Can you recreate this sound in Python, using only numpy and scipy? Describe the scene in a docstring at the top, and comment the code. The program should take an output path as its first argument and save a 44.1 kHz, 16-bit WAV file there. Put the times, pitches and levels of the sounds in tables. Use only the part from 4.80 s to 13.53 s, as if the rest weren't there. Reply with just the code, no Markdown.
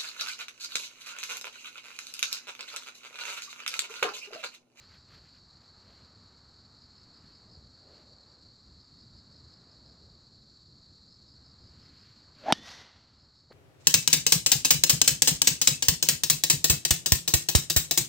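"""Crickets trill over a low rumble of breeze while a golfer's shoes and sleeves rustle on a grassy tee.
The club then swishes down, its hollow metal head cracks on the ball, the ball whistles away and the trees
throw the crack back; a dull bump and a scuff follow. Wind, leaves and cloth are coloured noise. Crickets and
the ringing club head are sine waves. Swish and ball mix wavering tones with narrow, fuzzy bands of noise."""
import sys
import numpy as np
from scipy import signal
from scipy.fft import rfft, irfft, next_fast_len
from scipy.io import wavfile
from scipy.ndimage import uniform_filter1d

SR = 44100
rng = np.random.default_rng(int(sys.argv[2]) if len(sys.argv) > 2 else 0)


def store_pcm(level_fs):
    """Save levels as 16-bit WAV."""
    pcm = np.round(np.clip(level_fs, -1, 1) * 32767).astype(np.int16)
    wavfile.write(sys.argv[1], SR, np.atleast_2d(pcm).T)


N = 384993
TIME = np.arange(N) / SR  # seconds
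IMPACT_S = 7.7241  # the club meets the ball


def gain_of(db):
    """Turns decibels into a factor to multiply by."""
    return 10 ** (np.asarray(db) / 20)


def evened(x):
    """Scales a sound to an rms of 1."""
    return x / np.sqrt(np.mean(x ** 2) + 1e-20)


def read(points, hz):
    """Reads a spectrum in dB, joining its points on a log-frequency axis."""
    point_hz, point_db = np.transpose(points)
    return np.interp(np.log(hz + 1), np.log(point_hz + 1), point_db)


def level_curve(rows):
    """Joins (seconds, dB) rows into a level for every sample."""
    s, db = np.transpose(rows)
    return np.interp(TIME, s, db)


def add(mix, s, sound):
    """Mixes a sound in at time s, cutting off what falls outside."""
    start = round(s * SR)
    sound = sound[max(-start, 0):]
    part = mix[max(start, 0):][:len(sound)]
    part += sound[:len(part)]


def since(s):
    """Seconds since time s, zero before it."""
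    return np.maximum(TIME - s, 0)


def swells(rows):
    """A smooth rise and fall for each (start of fall s, level dB, length s) row."""
    t = TIME[::100]  # slow curves need few points
    bumps = sum(gain_of(db) * np.exp(-((t - s) / length) ** 2) for s, db, length in rows)
    return np.interp(TIME, t, bumps)


def rise_and_fade(s, db, rise, t60):
    """An envelope that starts at s, climbs to its level, then falls by 60 dB in t60 seconds."""
    return np.minimum(since(s) / rise, 1) * gain_of(db - 60 * since(s + rise) / t60)


def noise(spectrum):
    """Steady noise of a given colour, rms 1."""
    size = next_fast_len(N)
    hz = np.fft.rfftfreq(size, 1 / SR)
    white = rfft(rng.standard_normal(size))
    return evened(irfft(white * gain_of(read(spectrum, hz)), size)[:N])


def wander(rate):
    """A random curve of straight lines between rate points a second, rms 1."""
    knots = rng.standard_normal(20000)
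    return evened(np.interp(TIME * rate, np.arange(len(knots)), knots))


def eddies(hz, width):
    """Noise in a steep resonance that follows the pitch hz: a fuzzy whistle."""
    turn = np.exp(2j * np.pi * np.cumsum(hz * np.ones(N)) / SR)
    r = np.exp(-np.pi * width / SR)
    # shift the pitch down to zero, smooth, and shift back up
    smooth = signal.lfilter([1], [1, -2 * r, r * r], rng.standard_normal(N) / turn)
    return evened((turn * smooth).real)


def whistle(hz, spread, flutter, rate):
    """A vortex tone whose pitch and strength waver."""
    turns = np.cumsum(hz * (1 + spread * wander(rate))) / SR
    return evened(np.sin(2 * np.pi * turns) * (1 + flutter * wander(rate)))


# Colour of the low wind. Each row: frequency in Hz, relative level in dB.
RUMBLE_COLOUR = [(20, -12.5), (40, -13.5), (65, 2), (100, 0.5), (150, -3.5), (250, -9), (400, -17.5),
                 (700, -28), (1500, -65)]
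# Strength of the low wind before it wavers. Each row: time in seconds, level in dB.
RUMBLE_STRENGTH = [(0, -63), (3.9, -62.5), (4.45, -58.5), (5.4, -61.5), (6.1, -60), (7.4, -60.5)]
# Colour of the wash of the far countryside. Each row: frequency in Hz, relative level in dB.
WASH_COLOUR = [(100, -0.5), (250, 8), (400, 0.5), (750, 0), (1250, 2.5), (1800, -4), (2600, -13),
               (4000, -15.5), (8000, -49), (14000, -45.5)]
# Strength of that wash before it wavers. Each row: time in seconds, level in dB.
WASH_STRENGTH = [(0, -68.5), (.75, -69.5), (1.3, -65), (2.2, -69), (3.45, -68), (3.85, -71.5), (5.1, -68.5),
                 (5.9, -74.5), (7.2, -69.5)]


def breeze():
    """Lumpy low wind under the soft wash of the countryside, both noise of wavering level."""
    rumble_db = level_curve(RUMBLE_STRENGTH) + 2.0 * wander(17)
    wash_db = level_curve(WASH_STRENGTH) + 1.1 * wander(8)
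    return gain_of(rumble_db) * noise(RUMBLE_COLOUR) + gain_of(wash_db) * noise(WASH_COLOUR)


# Colour of the distant insects. Each row: frequency in Hz, relative level in dB.
CHORUS_COLOUR = [(3000, -34.5), (3600, -20.5), (3950, -5), (4400, 2), (4700, -2.5), (5100, -11.5),
                 (5600, -18.5), (6200, -24), (7100, -17), (8000, -26.5), (8700, -48), (9500, -57),
                 (12000, -38), (13500, -58)]


def chorus():
    """Far crickets merge into one shimmering band of noise."""
    chorus_db = -60.5 + 0.99 * wander(110) + 0.17 * wander(12)
    return gain_of(chorus_db) * noise(CHORUS_COLOUR)


CHIRP_EVERY_S = .177  # rough spacing, stretched so that the chirps fit the bout evenly
STROKE_EVERY_S, STROKE_S = .0172, .011
STROKE_SLIDE = .09  # a stroke starts this share above its pitch and ends as far below
# Bouts of chirping from two near crickets, one higher, one lower. Each row: first chirp in seconds,
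# last chirp in seconds, level in dB before a common lift and the bushes, middle pitch in Hz.
CHIRP_BOUTS = [(0.024, 0.552, -67.5, 4780), (0.576, 1.272, -65, 4336), (2.023, 2.734, -64.5, 4880),
               (3.014, 3.689, -62.5, 4440), (4.03, 5.096, -65.5, 4890), (5.555, 6.232, -62, 4335),
               (6.328, 7.213, -64.5, 4920), (8.425, 8.589, -67.5, 5000)]


def cricket(count=5):
    """Each chirp is a run of wing strokes sliding down in pitch; the bushes smear it."""
    out = np.zeros(N)
    u = np.linspace(0, 1, round(STROKE_S * SR))  # progress through a stroke
    chirps = []
    for first, last, db, pitch in CHIRP_BOUTS:
        number = round((last - first) / CHIRP_EVERY_S) + 1
        chirps += [(s, db, pitch) for s in np.linspace(first, last, number)]
    chances = rng.standard_normal((len(chirps), count, 3))
    for (s, db, pitch), chance in zip(chirps, chances):
        for k, (late, sharp, loud) in enumerate(chance):
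            place = k - (count - 1) / 2  # zero at the middle stroke
            hz = pitch * (1 + STROKE_SLIDE * (1 - 2 * u)) * (1 + 0.011 * sharp)
            stroke = np.sin(np.pi * u) * np.sin(2 * np.pi * np.cumsum(hz) / SR)
            start = s - STROKE_S / 2 + STROKE_EVERY_S * place + .0005 * late
            uneven_db = 1.2 * loud - 1.1 * place ** 2  # outer strokes are softer
            add(out, start, gain_of(db + 7.5 + uneven_db) * stroke)
    t = np.arange(SR // 10) / SR
    bushes = rng.standard_normal(len(t)) * gain_of(-60 * t / 0.035)
    smeared = signal.oaconvolve(out, bushes / np.linalg.norm(bushes))[:N]
    return out + gain_of(-4) * smeared


# Shoes on grass and jacket sleeves. Each row: loudest moment in seconds, level in dB before the grain,
# length in seconds from there until it has fallen to about a third.
RUSTLE_SWELLS = [(.03, -66, 0.042), (0.138, -63.5, 0.05), (.34, -62.5, .06), (.47, -69, 0.049),
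                 (.56, -68, 0.029), (.84, -74, .04), (1.14, -68, 0.13), (2.19, -76, 0.061),
                 (2.49, -72.5, 0.09), (3.17, -70.5, 0.094), (6.997, -75, 0.14), (7.24, -69.5, 0.21),
                 (7.635, -61.5, 0.062)]
# Colour of grass and cloth. Each row: frequency in Hz, relative level in dB.
GRASS_COLOUR = [(150, 3), (500, -17), (1400, 12), (2500, 6.5), (4500, 5), (7000, -6), (9500, -28),
                (12000, -11), (14000, -43)]
# The golfer shifts weight on the turf. Each row: loudest moment in seconds, level in dB, length in seconds.
TREAD_SWELLS = [(.36, -71, 0.092), (1.12, -68.5, 0.15), (2.73, -69, 0.11), (3.13, -67.5, 0.099),
                (3.3, -69, 0.38), (5.15, -71, 0.41)]
# A dull bump, then a scuff, after the drive: loudest moment in seconds, level in dB, length in seconds.
BUMP, SCUFF = (8.711, -44.5, 0.0047), (8.723, -52, 0.0086)


def golfer():
    """Grainy swells of grass and cloth, soft treads, and a bump and scuff after the swing, all noise."""
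    rustle = swells(RUSTLE_SWELLS) * gain_of(1.9 * wander(260)) * noise(GRASS_COLOUR)
    tread = swells(TREAD_SWELLS) * eddies(440, width=560)
    bump = swells([BUMP]) * eddies(380, width=500)
    scuff = swells([SCUFF]) * eddies(1100, width=1900)
    return rustle + tread + bump + scuff


# the club is fastest just before contact; it gathers speed slowly and loses it quickly
FASTEST_S, GATHER_S, SPENT_S = 7.708, .082, .029
# base level of the eddies and of the rush of air at full speed, and how far each lies lower at rest (dB)
SHAFT_DB, SHAFT_RANGE_DB, RUSH_DB, RUSH_RANGE_DB = -25.3, 54, -39, 33
# guiding pitch of the eddies at rest and at full speed; throb rate, and its depth at full speed
SLOW_HZ, FAST_HZ, THROB_HZ, THROB_DB = 590, 840, 45, 4
# eddies left behind by the follow-through: they swell, fade and sink in pitch
WAKE_DB, WAKE_RISE_S, WAKE_T60_S, WAKE_HZ, WAKE_SINK_S = -50.5, 0.073, 0.51, 225, 0.39
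# Colour of the air rushing round the club. Each row: frequency in Hz, relative level in dB.
RUSH_COLOUR = [(30, -8.5), (130, -5), (280, 7.5), (500, -4.5), (1500, -1), (2500, -5.5), (4500, -10.5),
               (7000, -22.5), (9000, -45), (12000, -37.5), (16000, -57)]


def swish():
    """The shaft sheds eddies at a pitch set by its speed; the thick head sheds slower ones, leaving a wake."""
    t = TIME - FASTEST_S
    speed = np.exp(-(t / np.where(t < 0, GATHER_S, SPENT_S)) ** 2)  # 1 at the fastest
    moving = np.minimum(speed / .05, 1)  # silences the club at rest
    hz = SLOW_HZ + (FAST_HZ - SLOW_HZ) * speed ** 3
    db = SHAFT_DB - SHAFT_RANGE_DB * (1 - speed)
    throb_db = THROB_DB * np.sqrt(speed) * np.cos(2 * np.pi * THROB_HZ * t)
    shaft = gain_of(-2.6) * whistle(hz, spread=.06, flutter=.15, rate=300)
    shaft += gain_of(-7) * eddies(hz * .83, width=220)
    overtone = gain_of(-21) * eddies(hz * 2.05, width=300)
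    head = gain_of(-29.5 + 0.6 * db) * eddies(hz * .37, width=80)
    rush = gain_of(RUSH_DB - RUSH_RANGE_DB * (1 - speed)) * noise(RUSH_COLOUR)
    wake_hz = WAKE_HZ * np.exp(-since(IMPACT_S) / WAKE_SINK_S)
    wake_level = rise_and_fade(IMPACT_S, WAKE_DB, WAKE_RISE_S, WAKE_T60_S)
    wake = wake_level * eddies(wake_hz, width=260)
    return (gain_of(db + throb_db) * (shaft + overtone) + head + rush) * moving + wake


# the whistle glides up to a steady pitch, holds its base level, then fades
LAUNCH_HZ, CRUISE_HZ, GLIDE_S = 1750, 2020, .115
FLIGHT_DB, FLIGHT_HOLD_S, FLIGHT_FADE_DB_PER_S = -56, 0.27, 95


def ball():
    """The spinning, dimpled ball whistles in three rising tones that blur as it climbs away."""
    db = FLIGHT_DB - FLIGHT_FADE_DB_PER_S * since(IMPACT_S + FLIGHT_HOLD_S)
    hz = CRUISE_HZ + (LAUNCH_HZ - CRUISE_HZ) * np.exp(-since(IMPACT_S) / GLIDE_S)
    away = np.clip((TIME - IMPACT_S) / .25, .15, 1)
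    clear = whistle(hz, spread=.012, flutter=.35, rate=150)
    blurred = eddies(hz, width=190)
    low = np.sqrt(1 - away) * clear + np.sqrt(away) * blurred
    upper = gain_of(-2.5) * eddies(hz * 1.615, width=110) + gain_of(3.5) * eddies(hz * 1.85, width=170)
    return gain_of(db) * (low + gain_of(-9 * away) * upper) * (TIME > IMPACT_S)


# Returns of the crack from the tee, the turf and the tree line. Each row: delay in seconds,
# level in dB before it wavers, rise in seconds, seconds to fall by 60 dB.
CRACK_RETURNS = [(0, -39.5, .001, .05), (0, -50.5, .012, 1.1), (0.091, -41.5, .075, 1.02)]
# Colour of the crack as the trees return it. Each row: frequency in Hz, relative level in dB.
TREES_COLOUR = [(88, -39), (150, -11.5), (175, -26), (246, -12.5), (320, -13), (698, -5), (1980, -6.5),
                (2310, -9.5), (4000, -3.5), (5960, -6.5), (9220, -31.5), (12000, -27.5), (14000, -50)]


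def echo():
    """Countless blades, leaves and trunks scatter the crack into a swelling wash that dulls as it dies."""
    power = sum(rise_and_fade(IMPACT_S + delay, db, rise, t60) ** 2 for delay, db, rise, t60 in CRACK_RETURNS)
    bright = noise(TREES_COLOUR)
    dull = signal.sosfiltfilt(signal.butter(1, 5500, fs=SR, output="sos"), bright)
    far = np.clip((TIME - 7.92) / 0.17, 0, 1)  # the air takes the treble from the longer paths
    return np.sqrt(power) * gain_of(1.3 * wander(120)) * (bright + far * (dull - bright))


# Colour of the first snap of contact. Each row: frequency in Hz, relative level in dB.
SNAP_COLOUR = [(100, -15), (700, -4.5), (1700, -4.5), (3300, 1.5), (5000, -10), (7000, -26.5),
               (8500, -12.5), (12000, -21), (16000, -50.5)]


def snap(size=2048):
    """The click of the face meeting the ball: all its energy comes as early as its colour allows, peak 1."""
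    log_gain = read(SNAP_COLOUR, abs(np.fft.fftfreq(size, 1 / SR))) * np.log(10) / 20
    click = np.fft.ifft(np.exp(np.conj(signal.hilbert(log_gain)))).real
    return click / abs(click).max()


# Ring of the hollow club head. Each row: pitch in Hz, starting level in dB, seconds to fall by 60 dB.
HEAD_RING = [(2370, -31, 0.03), (2960, -17.5, 0.03), (3209, -23.5, 0.005), (3280, -11, 0.016),
             (3710, -19, 0.031), (3760, -25.5, 0.024), (4530, -30, 0.042), (4550, -20, 0.028),
             (4840, -26.5, 0.028), (5360, -23, 0.038), (5800, -22, 0.024), (5925, -27.5, 0.022),
             (6210, -27, 0.031), (7160, -37, 0.027), (7600, -38.5, 0.013), (11765, -43, 0.02)]
# The low knock of ball and face springing apart. Each row: pitch in Hz, level in dB at the crest,
# time to the crest in seconds.
FACE_KNOCK = [(237.5, -15.5, 0.0028), (720, -10.5, 0.0011), (1420, -17, 0.0013)]


def crack():
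    """Contact snaps, ball and face knock for a cycle or two, and the shell rings on."""
    t, out = np.arange(SR // 4) / SR, np.zeros(N)
    for k, (hz, db, t60) in enumerate(HEAD_RING):
        ring = gain_of(db - 60 * t / t60) * np.sin(2 * np.pi * hz * t)
        add(out, IMPACT_S, (-1) ** k * ring)  # every other one is flipped
    for k, (hz, db, crest) in enumerate(FACE_KNOCK):
        u = t / crest
        swell = u * np.exp((1 - u * u) / 2)  # reaches 1 at the crest
        add(out, IMPACT_S, (-1) ** k * gain_of(db) * swell * np.sin(2 * np.pi * hz * t))
    add(out, IMPACT_S, gain_of(3.0) * snap())
    return out


def from_right(x):
    """The bite of the first wavefront leans to the right; its bass and the ring after it are centred."""
    first = np.exp(-(since(IMPACT_S) / .002) ** 2) * x
    bite = signal.sosfilt(signal.butter(4, (2700, 4300), "bandpass", fs=SR, output="sos"), first)
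    edge = signal.sosfilt(signal.butter(4, 9000, "highpass", fs=SR, output="sos"), first)
    side = gain_of(-8.5) * bite + gain_of(-14.5) * edge
    return np.array([x - side, x + side])


def scene():
    """Everything sits in the middle but the front of the crack."""
    centre = breeze() + chorus() + cricket() + golfer() + swish() + ball() + echo()
    return centre + from_right(crack())


def record(dry):
    """The crack overloads the microphone and pulls the gain down, which recovers slowly; then the band limit."""
    ceiling = .7
    held = dry / (1 + (dry / ceiling) ** 4) ** (1 / 4)  # rounds off the peaks
    power_db = 10 * np.log10(abs(uniform_filter1d((held ** 2).mean(0), size=200)) + 1e-12)
    recovery_db = 2.5 * TIME  # 2.5 dB a second
    held_peak_db = np.maximum.accumulate(power_db + recovery_db) - recovery_db
    over_db = np.maximum(held_peak_db + 21.5, 0)  # above a threshold of -21.5 dB
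    r = np.exp(-1 / (.06 * SR))  # the gain falls with a short lag
    cut_db = .55 * signal.lfilter([1 - r], [1, -r], over_db)
    ducked = held * gain_of(-cut_db)
    soft = signal.sosfilt(signal.butter(8, 13900, fs=SR, output="sos"), ducked)
    band_limit = signal.firwin(255, 16400, window=("kaiser", 9), fs=SR)
    return signal.oaconvolve(soft, band_limit[None], "same")


dry = scene()
out = record(dry)
store_pcm(out)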